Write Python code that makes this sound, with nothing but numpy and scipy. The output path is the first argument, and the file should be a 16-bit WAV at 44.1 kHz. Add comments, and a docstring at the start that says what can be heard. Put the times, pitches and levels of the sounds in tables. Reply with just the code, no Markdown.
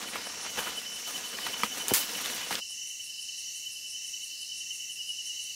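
"""A forest at night. Tree crickets (swelling tones) chirp near 3 kHz, a choir of higher insects (wandering tones)
swells and sinks, a lower buzz and one thin whine join in, and a katydid rasps tooth clicks about six times a second.
At first something pushes through the undergrowth close by: leaves rustle as filtered slips and crackles, wood
knocks in decaying modes and twigs snap as noise bursts, one with a sharp crack.
Shortly before halfway the rustle stops short and the insects sing on alone over a soft night noise."""
import sys
import numpy as np
from scipy import signal
from scipy.fft import rfft, irfft, next_fast_len
from scipy.io import wavfile
from scipy.ndimage import uniform_filter1d, map_coordinates

SR = 44100
rng = np.random.default_rng(int(sys.argv[2]) if len(sys.argv) > 2 else 0)


def waveform_to_disk(signal):
    """Save audio, clipped to [-1, 1], as 16-bit WAV at the path in sys.argv[1]."""
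    frames = np.transpose(np.atleast_2d(signal))
    scaled = np.clip(frames, -1, 1) * 32767
    samples = np.round(scaled).astype(np.int16)
    wavfile.write(sys.argv[1], SR, samples)


N = 244734
TIME = np.arange(N) / SR

# colour of the night air: pitch_hz, relative level_db
NIGHT_COLOUR = [(20, -20), (45, -5), (85, 1.5), (250, -1.5), (600, -6.5), (1450, -13.5), (1900, -1),
                (2450, 0.5), (3400, 1), (4500, 2), (7600, 11), (9700, 8), (12000, -3.5), (15700, -8.5)]

# groups of distant crickets: pitch_hz, spread_hz, level_db before the shared swell
FAR_CRICKETS = [(2742, 36, -52.5), (2793, 32, -52.5), (2906, 45, -58.5), (2976, 8, -48.5)]
# the swell they share: start_s, gain_db
FAR_SWELL = [(0, -10.5), (.4, -3.5), (1.3, -3), (2.2, -1), (5.55, -0.5)]

# the high choir starts a new phrase: start_s
CHOIR_PHRASES = [-.45, .17, .78, 1.38, 1.97, 2.55, 3.13, 3.76, 4.39, 5.02, 5.66]
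# its wing resonances, before it follows the distant swell: low_hz, top_hz, width_hz, crest_level_db,
# crest_place (share of the phrase, 0-1), rest_loss_db
CHOIR_RESONANCES = [(1820, 2110, 350, -65, 0.61, 10.5), (5127, 5880, 660, -48, 0.29, 3),
                    (5834, 6080, 1300, -45, 0.49, 4.5), (6836, 7050, 1130, -51, 0.58, 3.5),
                    (13000, 13300, 3300, -59.5, 0.76, 4)]
# single trills that stand out of it: pitch_hz, mid_phrase_level_db before it follows the distant swell
CHOIR_TRILLS = [(5097, -63), (5415, -63), (5535, -56.5), (5667, -55.5), (5745, -57), (5842, -53),
                (5982, -55.5), (6128, -58), (6292, -59)]
CHOIR_FOLLOWS = .3   # share of the distant crickets' swell, in dB
CHOIR_TURN = .75   # share of a phrase after which the pitch turns down again

BUZZ_CREST_S, BUZZ_PERIOD_S = 3.39, 1.04
BUZZ_CREST_DB, BUZZ_REST_LOSS_DB = -50, 6.5

# leaves slide all the while something moves through them: start_s, level_db
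LEAF_SLIDE = [(0, -41), (.22, -42), (.4, -43), (.72, -41.5), (.86, -46.5), (1.02, -47.5), (1.15, -43),
              (1.31, -45), (1.45, -39), (1.7, -43), (1.88, -41), (2.05, -41.5), (2.3, -38), (2.48, -41.5),
              (2.58, -40)]
# each push against a branch adds a swish: crest_s, level_db, attack_s, release_s
BRANCH_PUSHES = [(.03, -37.5, 0.017, 0.027), (.16, -35.5, 0.031, 0.029), (.455, -38, .01, 0.028),
                 (.59, -30, 0.024, 0.026), (.672, -36, 0.025, 0.034), (1.075, -39.5, .008, 0.046),
                 (1.18, -42, .01, 0.021), (1.47, -37, .008, 0.023), (1.642, -32, 0.0044, 0.017),
                 (1.78, -38, .02, 0.044), (1.942, -30.5, 0.0033, 0.0097), (2.52, -37.5, .008, 0.047)]
# colour of the leaves: pitch_hz, relative level_db
LEAF_COLOUR = [(20, -50), (60, -10.5), (120, -9.5), (220, -1), (340, -2.5), (480, -1), (650, -3),
               (1500, -1.5), (3500, -2), (6000, -9.5), (9000, -9.5), (12000, -11.5), (15700, -13.5)]
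# their crispness: start_s, treble_db
LEAF_CRISPNESS = [(0, -1), (.35, -7), (.65, 0), (1.1, 3.5), (1.5, 0.5), (2.05, 4), (2.58, 2.5)]
RUSTLE_END_S = 2.606

# near crickets chirp in steady runs, values before chance: first_s, last_s, period_s, first_level_db,
# last_level_db, first_pitch_hz, last_pitch_hz, stroke_length_s
CHIRP_RUNS = [(.076, .256, .18, -40.5, -39, 3003, 3003, 0.011),
              (.493, 2.01, .095, -37.5, -34, 3005, 3004, 0.014),
              (2.156, 5.469, .095, -36.5, -37, 2984, 3000, .011),
              (.52, .93, .14, -42, -42, 2980, 2980, .016), (4.634, 4.92, .095, -40, -44, 2770, 2856, 0.015),
              (5.008, 5.5, .098, -32.5, -34, 2905, 2930, 0.016)]
CHIRP_SPREAD_DB, CHIRP_JITTER_S, CHIRP_SAG_HZ = 1.66, .002, 22
SOFT_STROKE_GAP_S, SOFT_STROKE_DB = .024, -14.5   # a soft stroke comes before and after the main one
FLUTTER_DB, FLUTTER_HZ = 0.76, 110   # the wing scrapes unevenly

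KATYDID_FIRST_S, KATYDID_PERIOD_S, KATYDID_RESUME_S = .094, .1703, 2.712
KATYDID_DB = -46   # at the top of a rasp
# colour of its tooth clicks: pitch_hz, relative level_db
KATYDID_COLOUR = [(6500, -35), (8000, -5.5), (8450, -2.5), (8850, -6.5), (9550, 1.5), (10300, -4.5),
                  (11300, -9), (12500, -22), (15500, -33)]

# stems and leaves flick and bump: start_s, onset_level_db, tone_hz, decay_s (to -60 dB)
STEM_FLICKS = [(.157, -31, 1160, 0.054), (.269, -33.5, 900, 0.028), (.448, -32, 1200, 0.027),
               (.464, -31, 1510, 0.021), (.573, -33, 1200, 0.054), (.587, -29.5, 1500, 0.041),
               (.668, -33.5, 900, .039), (1.179, -32, 2500, .021), (1.386, -30.5, 1500, .031),
               (1.466, -28.5, 1740, 0.047), (1.541, -30, 2500, .02), (1.899, -27.5, 6000, .012),
               (1.909, -26, 755, .03), (1.916, -22, 240, .07), (2.259, -26.5, 4500, 0.02),
               (2.526, -24.5, 3000, .018), (2.702, -58.5, 1050, .041)]
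KNOCK_S = 1.634
# modes of the knocked wood: pitch_hz, onset_level_db, decay_s (to -60 dB)
WOOD_MODES = [(210, -31.5, 0.073), (500, -31, 0.033), (947, -18.5, 0.023), (1256, -16, 0.026),
              (2000, -22, 0.022), (2370, -21, 0.023), (3270, -25, 0.031), (4400, -30.5, 0.022),
              (5500, -24, 0.012)]
# twigs break: start_s, crack_level_db, tone_hz, crack_decay_s, tail_level_db (before flutter),
# tail_decay_s (both decays to -60 dB)
TWIG_SNAPS = [(1.8825, -11, 8400, 0.0045, -31.5, 0.23), (1.9374, -9.5, 11300, 0.0082, -20, 0.34),
              (2.508, -21, 910, 0.015, -30.5, 0.098), (2.5533, -20, 4500, 0.014, -42, 0.092)]

WHINE_START_S, WHINE_LENGTH_S, WHINE_CREST_DB = 3.25, .85, -60.5
WHINE_TOP_HZ, WHINE_RISE_HZ, WHINE_SETTLE_S = 11420, 1270, .17

CUTOFF_HZ = 15720


def from_db(db):
    """Turns decibels into a plain gain."""
    return 10 ** (np.asarray(db) / 20)


def rms_one(x):
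    """Scales a sound to unit average strength."""
    return x / np.sqrt(np.mean(x ** 2) + 1e-20)


def in_time(rows):
    """The columns of a curve at every sample."""
    s, *columns = np.transpose(rows)
    return [np.interp(TIME, s, c) for c in columns]


def drift(rate_hz):
    """Random wander around zero, in straight lines between chance points."""
    knots = rng.standard_normal(N // 8)
    path = map_coordinates(knots, [TIME * 2 * rate_hz], order=1, mode="wrap")
    return path * np.sqrt(3 / 2)   # back to a spread of about 1


def coloured(x, spectrum):
    """Shapes a sound's spectrum by a colour curve; rms 1."""
    hz, db = np.transpose(spectrum)
    size = next_fast_len(N)
    bins = np.maximum(np.arange(size // 2 + 1) * SR / size, 1)
    gain = from_db(np.interp(np.log(bins), np.log(hz), db))
    return rms_one(irfft(rfft(x, size) * gain, size)[:N])


def band(x, low_hz, high_hz, order=1):
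    """A causal band-pass."""
    edges = [max(low_hz, 10), min(high_hz, .45 * SR)]
    return signal.sosfilt(signal.butter(order, edges, "band", fs=SR, output="sos"), x)


def turn(hz):
    """Running phase of a frequency, in radians."""
    return 2 * np.pi * np.cumsum(hz + np.zeros(N)) / SR


def swarm(hz, width_hz):
    """Many wings near one pitch add up to a tone of wandering phase and strength; rms 1."""
    smooth = signal.butter(4, width_hz / 2, fs=SR, output="sos")
    a, b = signal.sosfilt(smooth, rng.standard_normal((2, N)))
    phase = turn(hz)
    return rms_one(a * np.cos(phase) + b * np.sin(phase))


def grains(per_s, spread_db):
    """Random clicks, uneven in size when given a spread; rms 1."""
    sizes = from_db(spread_db * np.minimum(rng.exponential(1, N), 4))
    signed = sizes * rng.choice([-1, 1], N)
    return rms_one(signed * (rng.random(N) < per_s / SR))


def add(out, s, sound):
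    """Places a short sound at its time."""
    i = int(np.clip(round(s * SR), 0, N - 1))
    out[i:i + len(sound)] += sound[:N - i]


def dying(t60):
    """Half a second of decay, falling 60 dB in t60 seconds."""
    return np.exp(-np.log(1000) * TIME[:SR // 2] / t60)


def burst(low_hz, high_hz, t60, order=1):
    """A run of tiny slips that starts at once and dies, heard through one band."""
    slips = rng.choice([-1., 1.], SR // 2)
    return rms_one(band(slips, low_hz, high_hz, order=order)) * dying(t60)


def forest(x, t60):
    """Trunks and leaves scatter a sound into a diffuse tail of equal power."""
    tail = signal.fftconvolve(x, rng.standard_normal(SR // 2) * dying(t60))[:N]
    return rms_one(tail) * np.std(x)


def night_air():
    """A steady, soft noise lies under everything."""
    return from_db(-50) * coloured(rng.standard_normal(N), NIGHT_COLOUR)


def far_crickets():
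    """Each distant cricket strokes at its own pace and arrives as scattered sound."""
    out = 0
    for hz, spread_hz, db in FAR_CRICKETS:
        group = 0
        for place in np.linspace(-1, 1, 3):
            stroke = turn(24 * (1 + .3 * drift(3))) + rng.uniform(0, 2 * np.pi)
            pitch = hz + spread_hz * (place + .5 * drift(2)) + 16 * np.cos(stroke)
            opening = np.maximum(np.sin(stroke) + 0.28, 0)
            group = group + opening * np.sin(turn(pitch))
        group = rms_one(forest(group, t60=0.082))
        # together they hold a steady level
        recent_power = uniform_filter1d(group ** 2, size=6000)
        out = out + from_db(db) * group / np.sqrt(recent_power + .05)
    return out * from_db(in_time(FAR_SWELL)[0])


def choir():
    """The high insects swell in phrases, their pitch climbing then turning down; tooth strikes roughen them."""
    progress = np.interp(TIME, np.sort(CHOIR_PHRASES), np.arange(len(CHOIR_PHRASES))) % 1
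    climb = np.interp(progress, [0, CHOIR_TURN, 1], [0, 1, 0])
    mass = 0
    for low_hz, top_hz, width_hz, db, crest, lost_db in CHOIR_RESONANCES:
        slack = np.sin(np.pi * (progress - crest)) ** 4
        pitch = low_hz + (top_hz - low_hz) * climb
        mass = mass + from_db(db - lost_db * slack) * swarm(pitch, width_hz)
    trills = sum(from_db(db) * swarm(hz, width_hz=18.7) for hz, db in CHOIR_TRILLS)
    trill_swell = from_db(-5 * np.cos(np.pi * progress) ** 2)
    roughness = rms_one(from_db(0.79 * drift(250)))
    song = mass * roughness + trills * trill_swell
    # it grows louder along with the distant crickets
    return song * from_db(CHOIR_FOLLOWS * in_time(FAR_SWELL)[0])


def buzzer():
    """A lower insect buzzes in slow, even swells."""
    slack = np.sin(np.pi * (TIME - BUZZ_CREST_S) / BUZZ_PERIOD_S) ** 2
    return from_db(BUZZ_CREST_DB - BUZZ_REST_LOSS_DB * slack) * swarm(4402, width_hz=1075)


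def leaf_motion():
    """Strength of the rustle: sliding plus a quick rise and release for each push, added in power."""
    power = from_db(in_time(LEAF_SLIDE)[0]) ** 2
    for s, db, attack_s, release_s in BRANCH_PUSHES:
        swish = np.exp(np.minimum((TIME - s) / attack_s, (s - TIME) / release_s))
        power = power + (from_db(db) * swish) ** 2
    return np.sqrt(power)


def rustle():
    """Leaves slide and crinkle: a dense hiss with single crackles in it, which stops short."""
    friction = 0
    edges = np.geomspace(30, 16000, 9)
    for low_hz, high_hz in zip(edges, edges[1:]):
        # leaves of each size catch and slip on their own
        slips = 0.65 * rng.standard_normal(N) + grains(per_s=2200, spread_db=2.5)
        friction = friction + band(slips * from_db(2.0 * drift(30)), low_hz, high_hz, order=2)
    leaves = coloured(friction * from_db(1.06 * drift(90)), LEAF_COLOUR)
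    # a reflection from close by, 4.1 ms late, ripples the colour
    reflection = np.interp(TIME - .0041, TIME, band(leaves, 24, 3000))
    leaves = rms_one(leaves + 0.24 * reflection)
    treble = signal.sosfilt(signal.butter(1, 3000, "high", fs=SR, output="sos"), leaves)
    # drier leaves sound brighter
    leaves = leaves + (from_db(in_time(LEAF_CRISPNESS)[0]) - 1) * treble
    stop = np.clip((RUSTLE_END_S - TIME) / 0.013, 0, 1)
    return leaf_motion() * leaves * stop


def cricket(first_s, last_s, period_s, first_db, last_db, first_hz, last_hz, length_s):
    """Chirps of one strong wing stroke between two soft ones, each a tone that swells, fades and sags in pitch."""
    out, t = np.zeros(N), TIME[:SR // 10] - 1 / 20
    count = round((last_s - first_s) / period_s) + 1
    chirps = np.linspace((first_s, first_db, first_hz), (last_s, last_db, last_hz), count)
    for (s, db, hz), (late, force) in zip(chirps, rng.standard_normal((count, 2))):
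        for place, (detune, phase) in zip((-1, 0, 1), rng.standard_normal((3, 2))):
            pitch = hz + 5 * detune - CHIRP_SAG_HZ * np.tanh(t / length_s)
            level_db = db + CHIRP_SPREAD_DB * force + SOFT_STROKE_DB * abs(place)
            envelope = from_db(level_db) * np.exp(-(t / length_s) ** 2)
            stroke = envelope * np.sin(2 * np.pi * (np.cumsum(pitch) / SR + phase))
            crest_s = s + CHIRP_JITTER_S * late + SOFT_STROKE_GAP_S * place
            add(out, crest_s - 1 / 20, stroke)
    return out * from_db(FLUTTER_DB * drift(FLUTTER_HZ))


def near_crickets():
    """A close singer and a rival, heard early and again late from a lower pitch, with the forest's echo."""
    song = sum(cricket(*run) for run in CHIRP_RUNS)
    return song + from_db(-9.5) * forest(song, t60=0.35)


def katydid():
    """Two evenly spaced series of rasps, each rasp a run of tooth clicks that swells and dies away."""
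    first_series = KATYDID_FIRST_S + KATYDID_PERIOD_S * np.arange(15)
    second_series = KATYDID_RESUME_S + KATYDID_PERIOD_S * np.arange(17)
    t, strokes = TIME[:SR // 5] - 1 / 10, np.zeros(N)
    for s in np.r_[first_series, second_series]:
        add(strokes, s - 1 / 10, np.exp(np.minimum(t / 0.029, -t / 0.041)))
    clicks = coloured(grains(per_s=7200, spread_db=0.0), KATYDID_COLOUR)
    return from_db(KATYDID_DB) * strokes * clicks


def stem_flicks(out):
    """Flicking stems and bumped leaves give short bursts of slips in a band."""
    for s, db, hz, t60 in STEM_FLICKS:
        add(out, s, from_db(db) * burst(hz / 2.25, hz * 1.64, t60, order=2))


def wood_knock(out):
    """A struck piece of wood rings in a few fast-dying modes under a short noisy contact."""
    for k, (hz, db, t60) in enumerate(WOOD_MODES):
        ring = np.sin(2 * np.pi * hz * TIME[:SR // 2]) * dying(t60)
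        add(out, KNOCK_S, (-1) ** k * from_db(db) * ring)   # neighbouring modes start in opposite directions
    add(out, KNOCK_S, from_db(-25) * burst(700, 7000, t60=0.018))


def twig_snaps(out):
    """Each breaking twig gives a very short crack and a longer, wider tail."""
    for s, db, hz, t60, tail_db, tail_t60 in TWIG_SNAPS:
        add(out, s, from_db(db) * burst(hz / 1.46, hz * 1.3, t60, order=2))
        # the tail comes back unevenly from the trunks around
        echoes = from_db(1.5 * drift(349)[:SR // 2])
        add(out, s, from_db(tail_db) * echoes * burst(hz / 11, hz * 4, tail_t60))


def undergrowth():
    """Flicking stems, one woody knock and breaking twigs together."""
    out = np.zeros(N)
    stem_flicks(out)
    wood_knock(out)
    twig_snaps(out)
    return out


def whine():
    """One thin insect call that climbs and settles near its top pitch while it swells and fades."""
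    age = np.clip(TIME - WHINE_START_S, 0, WHINE_LENGTH_S)
    pitch = WHINE_TOP_HZ - WHINE_RISE_HZ * np.exp(-age / WHINE_SETTLE_S)
    swell = np.sin(np.pi * age / WHINE_LENGTH_S)
    return from_db(WHINE_CREST_DB) * swell * swarm(pitch, width_hz=506)


def scene():
    """Lays the insects and the undergrowth over the night air, in one channel."""
    insects = far_crickets() + choir() + buzzer() + near_crickets() + katydid() + whine()
    return (night_air() + insects + rustle() + undergrowth())[None]


def record(dry):
    """The microphone loses the deepest bass; the top is cut steeply."""
    thin = signal.sosfilt(signal.butter(3, 48, "high", fs=SR, output="sos"), dry)
    return signal.sosfilt(signal.ellip(12, .1, 80, CUTOFF_HZ, fs=SR, output="sos"), thin)


dry = scene()
out = record(dry)
waveform_to_disk(out)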